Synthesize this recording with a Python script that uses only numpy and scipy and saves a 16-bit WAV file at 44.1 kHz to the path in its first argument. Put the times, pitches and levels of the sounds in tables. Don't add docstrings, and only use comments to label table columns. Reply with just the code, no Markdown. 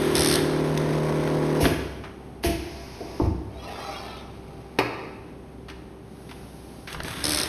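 import sys
import numpy as np
from scipy import signal
from scipy.fft import rfft, irfft
from scipy.io import wavfile

SR = 44100
rng = np.random.default_rng(int(sys.argv[2]) if len(sys.argv) > 2 else 0)


def unload_audio(sound):
    columns = np.transpose(np.atleast_2d(sound))
    steps = np.round(np.clip(columns, -1, 1) * 32767)
    wavfile.write(sys.argv[1], SR, steps.astype(np.int16))


N = 329868
T = np.arange(N) / SR

# trigger pulled, cap tight and trigger released in seconds, motor and clutch in dB.
CAP_RUNS = [(-.05, 0.1541, .332, -36, -16.5), (7.047, 7.241, 7.398, -37.5, -18)]
# frequency in Hz, level in dB.
CAPPER_SPECTRUM = [(200, -42), (330, 4), (750, 7), (1800, 10.5), (2700, 5.5), (3600, 9), (4300, 1.5),
                   (6000, -0.5), (9300, 0), (12000, -1), (14000, -33)]
# frequency in Hz, level in dB.
TABLE_SPECTRUM = [(45, -23.5), (68, 4), (97, 0), (130, -3.5), (190, -7), (400, -21), (900, -62)]
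# start in seconds, level in dB, cutoff in Hz.
STOP_HITS = [(4.7875, -15.5, 12800), (4.7925, -19.5, 2700), (4.809, -13.5, 1070)]
SPIN_UP_S, COAST_S = 0.0065, 0.088


def undb(db):
    return 10 ** (np.asarray(db) / 20)


def unit(x):
    return x / np.sqrt(np.mean(x ** 2))


def walk(rate):
    knots = rng.standard_normal(4096)
    return 1.2 * np.interp(T * rate, np.arange(len(knots)), knots)


def colour(x, points):
    size = 4096
    hz, db = np.transpose(points)
    log_hz = np.log(np.fft.rfftfreq(size, 1 / SR) + 1)
    gain = unit(undb(np.interp(log_hz, np.log(hz), db)))
    cepstrum = irfft(np.log(gain))
    cepstrum[1:size // 2] *= 2
    cepstrum[size // 2 + 1:] = 0
    return signal.fftconvolve(x, irfft(np.exp(rfft(cepstrum))))[:len(x)]


def noise(points):
    return unit(colour(rng.standard_normal(N), points))


def fade(t60):
    return np.exp(-np.log(1000) * T[:SR] / t60)


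def burst(t60):
    return rng.standard_normal(SR) * fade(t60)


def ring(modes):
    return sum(undb(db) * rng.choice([-1, 1]) * np.sin(2 * np.pi * hz * T[:SR]) * fade(t60)
               for hz, db, t60 in modes)


def gate(start, end, attack, t60):
    return np.clip((T - start) / attack, 0, 1) * np.exp(-np.log(1000) * np.maximum(T - end, 0) / t60)


def grains(per_s, spread_db):
    impacts = (rng.random(N) < per_s / SR) * rng.choice([-1, 1], N)
    return impacts * undb(spread_db * np.clip(rng.standard_normal(N), -2, 2))


def lowpass(x, hz, order=2):
    return signal.sosfilt(signal.butter(order, min(hz, SR / 2 - 100), fs=SR, output="sos"), x)


def resonate(x, hz, width_hz):
    return unit(signal.lfilter(*signal.iirpeak(hz, hz / width_hz, SR), x))


def add(out, s, x):
    i = int(s * SR)
    out[i:i + len(x)] += x[:N - i]


def pump(shaft_hz=38.24, tone_db=-23.5, churn_db=-32, waver_db=1.46, stop_s=1.605, coast_s=0.15):
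    # multiple of the shaft rate, level in dB.
    harmonics = [(2, -12), (4, 0.5), (6, -5.5), (7, 1.5), (8, -1.5), (9, 3), (10, 2.5), (11, -1.5),
                 (12, -14), (13, -7), (14, -9), (16, -8.5), (18, -16), (22, -17), (24, -19.5), (25, -16),
                 (26, -17.5), (27, -17.5), (29, -17.5)]
    # frequency in Hz, level in dB.
    churn_spectrum = [(30, -13), (70, -18), (180, -2.5), (330, 0.5), (550, -4), (800, -6.5), (1200, -11),
                      (2000, -12.5), (2600, -19), (5500, -24.5), (10500, -29.5), (14000, -38.5)]
    angle = 2 * np.pi * shaft_hz * T + 0.019 * walk(12.6)
    beat_db = np.interp(T, [0, 1], [-2, 4.5])
    smear = np.interp(T, [0.88, 2.04], [0.6, 1])
    tone = np.zeros(N)
    for k, db in harmonics:
        follow = 1 if k == 4 else -0.71 if 8 <= k <= 10 else 0.64 if k > 11 else 0
        gain = undb(db + waver_db * walk(2.53) + beat_db * follow)
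        lag = smear * np.angle(np.exp(1j * np.pi * (k - 9) ** 2 / 5)) + 0.15 * rng.standard_normal()
        tone += gain * np.sin(k * (angle + np.pi / 2) - lag)
    spatter = rng.standard_normal(N) * undb(2 * walk(250))
    churn = unit(colour(spatter, churn_spectrum)) * (1 + 0.12 * np.sin(4 * angle))
    running = np.exp(-np.maximum(T - stop_s, 0) / coast_s)
    return running * (undb(tone_db) * unit(tone) + undb(churn_db) * churn)


def shop(floor_db=-43):
    # frequency in Hz, level in dB.
    hum_tones = [(64.6, -50), (388, -50.5), (786, -63)]
    # frequency in Hz, level in dB.
    floor_spectrum = [(25, -24.5), (54, -5), (76, -33), (95, -2), (290, -4), (392, -8), (649, -16),
                      (802, -15.5), (1260, -24), (2500, -31), (5540, -39.5), (11500, -40.5), (14000, -58)]
    hum = sum(undb(db + 2 * walk(2.8)) * np.sqrt(2) * np.sin(2 * np.pi * hz * T + 0.28 * walk(10))
              for hz, db in hum_tones)
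    return hum + undb(floor_db + 0.7 * walk(8.6)) * noise(floor_spectrum)


def capper(strain_db=5, free_db=-10, loaded_db=-6, braking_db=1, shake_db=-7):
    brushes = noise(CAPPER_SPECTRUM) * undb(2 * walk(300))
    gears = resonate(lowpass(rng.standard_normal(N), 650), hz=315, width_hz=55)
    shake = undb(shake_db) * noise(TABLE_SPECTRUM)
    out = np.zeros(N)
    for pulled, tight, released, db, _ in CAP_RUNS:
        slowed, stopped = released + COAST_S / 2, released + COAST_S
        load = np.clip((T - tight) / SPIN_UP_S, 0, 1)
        running = gate(pulled, slowed, SPIN_UP_S, t60=0.4) * undb(strain_db * load)
        braking = undb(braking_db) * gate(slowed, stopped, COAST_S / 2, t60=0.27)
        growl = running * undb(free_db + (loaded_db - free_db) * load) + braking
        out += undb(db) * (running * (brushes + shake) + growl * gears)
    return out


def clutch(slip_hz=75.56, blow_t60=0.014, ease_db_per_s=10, jitter_s=0.0003, lead_s=0.0045):
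    # frequency in Hz, level in dB.
    crack_spectrum = [(200, -13), (330, 1.5), (800, -2), (1500, -12.5), (2800, -7), (4300, 0.5),
                      (5400, 5.5), (6600, -7.5), (9000, -1), (11500, -2), (14000, -25)]
    # frequency in Hz, level in dB, t60 in seconds.
    dog_modes = [(5175, -3.5, 0.01), (5350, -4.5, 0.013), (6040, -3, 0.0073), (8960, -2, 0.015)]
    grip_modes = [(300, -15, 0.083), (574, -14.5, 0.045)]
    chuck_modes = [(4210, -1.6, 0.012)]
    cracks, pings = np.zeros(N), np.zeros(N)
    housing = burst(blow_t60) + undb(-21) * burst(t60=0.098)
    grip = ring(grip_modes)
    for _, tight, released, _, db in CAP_RUNS:
        t = np.arange(tight, released + COAST_S / 2, 1 / SR)
        notches = np.cumsum(slip_hz * np.interp(t, [released, released + COAST_S], [1, 0])) / SR
        blow_times = np.interp(np.arange(int(notches[-1]) + 1), notches, t)
        for k, at in enumerate(blow_times):
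            size = undb(db - ease_db_per_s * (at - tight) + rng.standard_normal())
            seated = min((at - tight) / (released - tight), 1)
            add(pings, at, size * grip)
            at += jitter_s * rng.standard_normal()
            add(cracks, at, size * (0.75 * housing + 0.77 * burst(blow_t60)))
            add(pings, at, size * (undb(-2) * ring(dog_modes) + seated ** 2 * ring(chuck_modes)))
            if k:
                add(cracks, at - lead_s, size * undb(-10) * burst(t60=0.017))
    return colour(cracks, crack_spectrum) + pings


def clicks(hollow_db=-4, hollow_t60=0.0067):
    # start in seconds, level in dB, pitch in Hz, t60 in seconds.
    ticks = [(0.7752, -17.5, 1900, 0.0078), (0.777, -26, 7000, 0.014), (2.038, -36, 1240, 0.18),
             (5.684, -38.5, 1850, 0.17), (5.7, -36.5, 2520, 0.032), (6.292, -43, 2100, 0.092),
             (6.312, -35.5, 1640, 0.066), (6.873, -34, 2060, 0.21), (6.928, -31, 3860, 0.034),
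             (6.9453, -29, 1190, 0.057), (7.003, -22, 1310, 0.017), (7.034, -29, 8300, 0.016),
             (7.0465, -27.5, 2200, 0.015), (7.048, -28.5, 420, 0.075)]
    out = np.zeros(N)
    for s, db, hz, t60 in ticks:
        spectrum = [(hz / 8, -14), (hz / 2, -1), (hz, 0), (hz * 2, -7), (hz * 5, -22), (hz * 20, -50)]
        tick = colour(burst(t60), spectrum)
        add(out, s, undb(db) * (tick + ring([(hz, hollow_db, hollow_t60)])))
    return out


def air(bleed_db=-48.5, leak_db=-58, leak_from_s=5.97, leak_rise_s=0.32):
    # start in seconds, time open in seconds, level in dB.
    exhausts = [(1.597, 0.053, -30.5), (2.426, 0.037, -32)]
    # frequency in Hz, level in dB.
    exhaust_spectrum = [(300, -15), (900, -13), (2500, 2.5), (3800, -7.5), (5300, -2.5), (8000, -9),
                        (11000, -2), (14000, -14)]
    throttle_spectrum = [(900, 5), (1300, -3.5), (2400, -1), (3400, -8), (4500, -3), (5200, 1.5),
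                         (6200, -5.5), (8500, -15), (11500, -10), (14000, -29)]
    leak_spectrum = [(2000, -10), (5000, -7), (8000, -11), (11000, -5), (14000, -22)]
    valves = sum(undb(db) * gate(s, s + length, attack=0.019, t60=0.23) for s, length, db in exhausts)
    puffs = valves * noise(exhaust_spectrum) * undb(walk(120))
    bleed = undb(bleed_db) * gate(2.45, 3.262, attack=0.049, t60=0.079) * noise(throttle_spectrum)
    leak = undb(leak_db) * np.clip((T - leak_from_s) / leak_rise_s, 0, 1) * noise(leak_spectrum)
    return puffs + bleed + leak


def knocks(rebound_s=0.038, thump_lag_s=0.01718, rock_db=-5):
    # start in seconds, level in dB, cutoff in Hz, then cabinet, table and ring shares in dB.
    blows = [(1.607, -19, 920, -2.5, -2, 2), (1.642, -22.5, 2200, 1, -17, 2),
             (1.6544, -15.5, 3860, -2.5, -18, -9.5), (2.4379, -27, 5630, -6.5, -2, 4.5),
             (2.4438, -24.5, 930, 1, -2, 5), (2.485, -33.5, 610, 1.5, -5, 6), (3.005, -34, 895, 5, -7, 6),
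             (3.1987, -15.5, 1135, -5, -5, -9), (3.2515, -25, 1090, -12, -2, -7)]
    # frequency in Hz, level in dB.
    panel_spectrum = [(100, -43.5), (230, 1.5), (330, 3), (600, -10), (1000, -4.5), (1800, -2.5),
                      (2400, -8), (3300, -5), (4800, -5.5), (6300, -21), (14000, -56)]
    cabinet_spectrum = [(180, -34.5), (310, 17), (420, 10), (560, 0), (700, 3.5), (1050, -1), (1500, -32),
                        (4000, -19)]
    plate_spectrum = [(200, -43), (330, 10), (650, 1), (1100, 6), (1500, -14), (2000, 7), (2620, 1),
                      (3400, 4), (6300, -1), (14000, -24)]
    # frequency in Hz, level in dB, t60 in seconds.
    frame_modes = [(309.4, 16.5, 0.26), (340, 9.5, 0.24), (457, 7, 0.25), (677, 9.5, 0.43),
                   (1900, 5.5, 0.37), (3060, 4, 0.33)]
    table_modes = [(65.6, -4, .9), (95, -3.5, 0.26)]
    out, thumps = np.zeros(N), np.zeros(N)
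    for s, db, cutoff_hz, cabinet_db, thump_db, ring_db in blows:
        ringing = undb(-21) * ring(frame_modes) + undb(-19) * colour(burst(t60=0.95), plate_spectrum)
        metal = undb(ring_db) * ringing + undb(-10) * burst(t60=0.042)
        blow, rebound = (colour(burst(t60=0.046), panel_spectrum)
                         + undb(cabinet_db) * colour(burst(t60=0.13), cabinet_spectrum)
                         for _ in range(2))
        snap = undb(19) * colour(signal.unit_impulse(SR), panel_spectrum)
        add(out, s + thump_lag_s, undb(db + thump_db) * ring(table_modes))
        add(out, s, undb(db) * lowpass(snap + blow + metal, cutoff_hz, order=8))
        add(out, s + rebound_s, undb(db - 10) * lowpass(rebound, hz=800))
        for k in range(4):
            rock = undb(db + thump_db + k * rock_db) * burst(t60=0.22)
            add(thumps, s + thump_lag_s + k * rebound_s, rock)
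    return out + colour(thumps, TABLE_SPECTRUM)


def squeal(shove_phase, per_s=260, mean_s=0.11, glide_per_s=0.45, rough_hz=90):
    # frequency in Hz, level in dB.
    spectrum = [(600, 4), (800, 5.5), (1250, 2.5), (1550, -4), (2300, -4.5), (3600, -3), (4900, -8),
                (6300, -12)]
    out = np.zeros(N)
    for when, pitch, length, bend in rng.random((int(per_s * T[-1]), 4)):
        s = when * T[-1]
        t = T[:int(mean_s * (0.5 + length) * SR)]
        glide = glide_per_s * (np.cos(shove_phase[int(s * SR)]) + 2 * bend - 1)
        hz = np.interp(pitch, [0, 1], [spectrum[0][0], spectrum[-1][0]]) * np.exp(glide * t)
        contact = np.interp(t * rough_hz, np.arange(20), 0.5 + rng.standard_normal(20))
        add(out, s, np.hanning(len(t)) * contact * np.sin(2 * np.pi * np.cumsum(hz) / SR))
    return unit(colour(out, spectrum))


def carriage(start_s=3.483, shove_s=0.81, shove_db=-38, creep_db=-52):
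    # frequency in Hz, level in dB.
    rail_spectrum = [(250, -3.5), (500, 9), (680, 10.5), (790, 7.5), (950, -1), (1250, 6), (1550, -10),
                     (2300, -0.5), (3300, -9), (5000, -6), (6500, -15), (11000, -14), (14000, -23)]
    shove_phase = np.pi * np.clip((T - start_s) / shove_s, 0, 1)
    shove = undb(shove_db) * np.sin(shove_phase)
    creep = undb(creep_db) * ((T > start_s + shove_s / 2) & (T < STOP_HITS[0][0]))
    grit = grains(per_s=750, spread_db=4)
    scrape = undb(-4) * unit(colour(grit, rail_spectrum))
    sing = undb(-8) * resonate(grit, hz=787, width_hz=14)
    return np.maximum(shove, creep) * (scrape + sing) + shove * undb(-3) * squeal(shove_phase)


def end_stop(rails_db=-36.5, clatter_db=-32.5):
    # frequency in Hz, level in dB.
    crack_spectrum = [(170, -44), (360, -6), (900, -0.5), (1400, -6), (2000, -2), (2600, -4.5), (3600, -11),
                      (4800, -6.5), (6200, -20.5), (11000, -23.5), (14000, -20)]
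    fitting_spectrum = [(250, -13), (500, 10), (800, -2), (1300, 7.5), (1480, -9), (1750, -2), (2600, 4.5),
                        (2950, -25), (4800, -9.5), (6300, -25), (14000, -38)]
    # frequency in Hz, level in dB, t60 in seconds.
    block_modes = [(296, -2.5, 0.13), (398, -2, 0.08), (522, -1.5, 0.043), (762, -12, 0.062),
                   (895, -4, 0.048), (1850, -12, 0.063)]
    rail_modes = [(119, 0.5, 0.82), (337, 8.5, 0.66), (438, 2, 0.7), (570, 0, 0.51), (795, 1.5, 0.93),
                  (1000, -14, 0.4), (1300, -15, 0.82), (1660, 0, 0.43), (2240, -13, 1), (2480, -18, 0.37),
                  (2640, -4.5, 0.95)]
    out = np.zeros(N)
    for s, db, cutoff_hz in STOP_HITS:
        crack = colour(burst(t60=0.063), crack_spectrum)
        add(out, s, undb(db) * lowpass(crack, cutoff_hz, order=8))
    hit_s, hit_db, _ = STOP_HITS[0]
    add(out, hit_s, undb(hit_db + 1) * ring(block_modes) + undb(rails_db) * ring(rail_modes))
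    clatter = unit(grains(per_s=260, spread_db=3)) * gate(hit_s, hit_s, attack=0.013, t60=1.0)
    return out + undb(clatter_db) * colour(clatter, fitting_spectrum)


def chuck(start_s=6.88, slide_s=0.046, scrape_db=-44, bump_db=-41, bump_hz=115, t60=0.25):
    landed, motor_on = start_s + slide_s, CAP_RUNS[-1][0]
    scrape = gate(start_s, landed, slide_s, t60) * noise(CAPPER_SPECTRUM) * undb(4 * walk(150))
    thud = [(bump_hz / 8, -14), (bump_hz / 2, -1), (bump_hz, 0), (bump_hz * 5, -22), (bump_hz * 20, -50)]
    bump = gate(landed, motor_on, SPIN_UP_S, t60) * noise(thud)
    return undb(scrape_db) * scrape + undb(bump_db) * bump


def room(x, wet_db, low_t60=1.0, high_t60=0.36, split_hz=4000, build_s=0.0013):
    wash = rng.standard_normal(SR)
    low = lowpass(wash, split_hz, order=1)
    tail = (low * fade(low_t60) + (wash - low) * fade(high_t60)) * (1 - np.exp(-T[:SR] / build_s))
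    return x + undb(wet_db) * signal.fftconvolve(x, tail / np.sqrt(np.sum(tail ** 2)))[:N]


def scene():
    machine = room(knocks(), wet_db=-5.5) + room(end_stop(), wet_db=-7.5)
    machine += room(air(), wet_db=-1) + room(carriage(), wet_db=-5) + pump()
    hands = room(clutch(), wet_db=-9) + room(capper(), wet_db=-8.5)
    hands += room(clicks() + chuck(), wet_db=-6.5)
    return (machine + hands + shop())[None]


def record(dry, ceiling=0.86, notch_hz=(6820, 7850), dip_hz=7230, dip_width_hz=1300, top_hz=13100):
    heard = ceiling * np.tanh(dry / ceiling)
    heard = signal.sosfilt(signal.butter(4, notch_hz, "bandstop", fs=SR, output="sos"), heard)
    heard = signal.lfilter(*signal.iirnotch(dip_hz, dip_hz / dip_width_hz, SR), heard)
    return signal.sosfilt(signal.ellip(8, 0.2, 70, top_hz, fs=SR, output="sos"), heard)


dry = scene()
out = record(dry)
unload_audio(out)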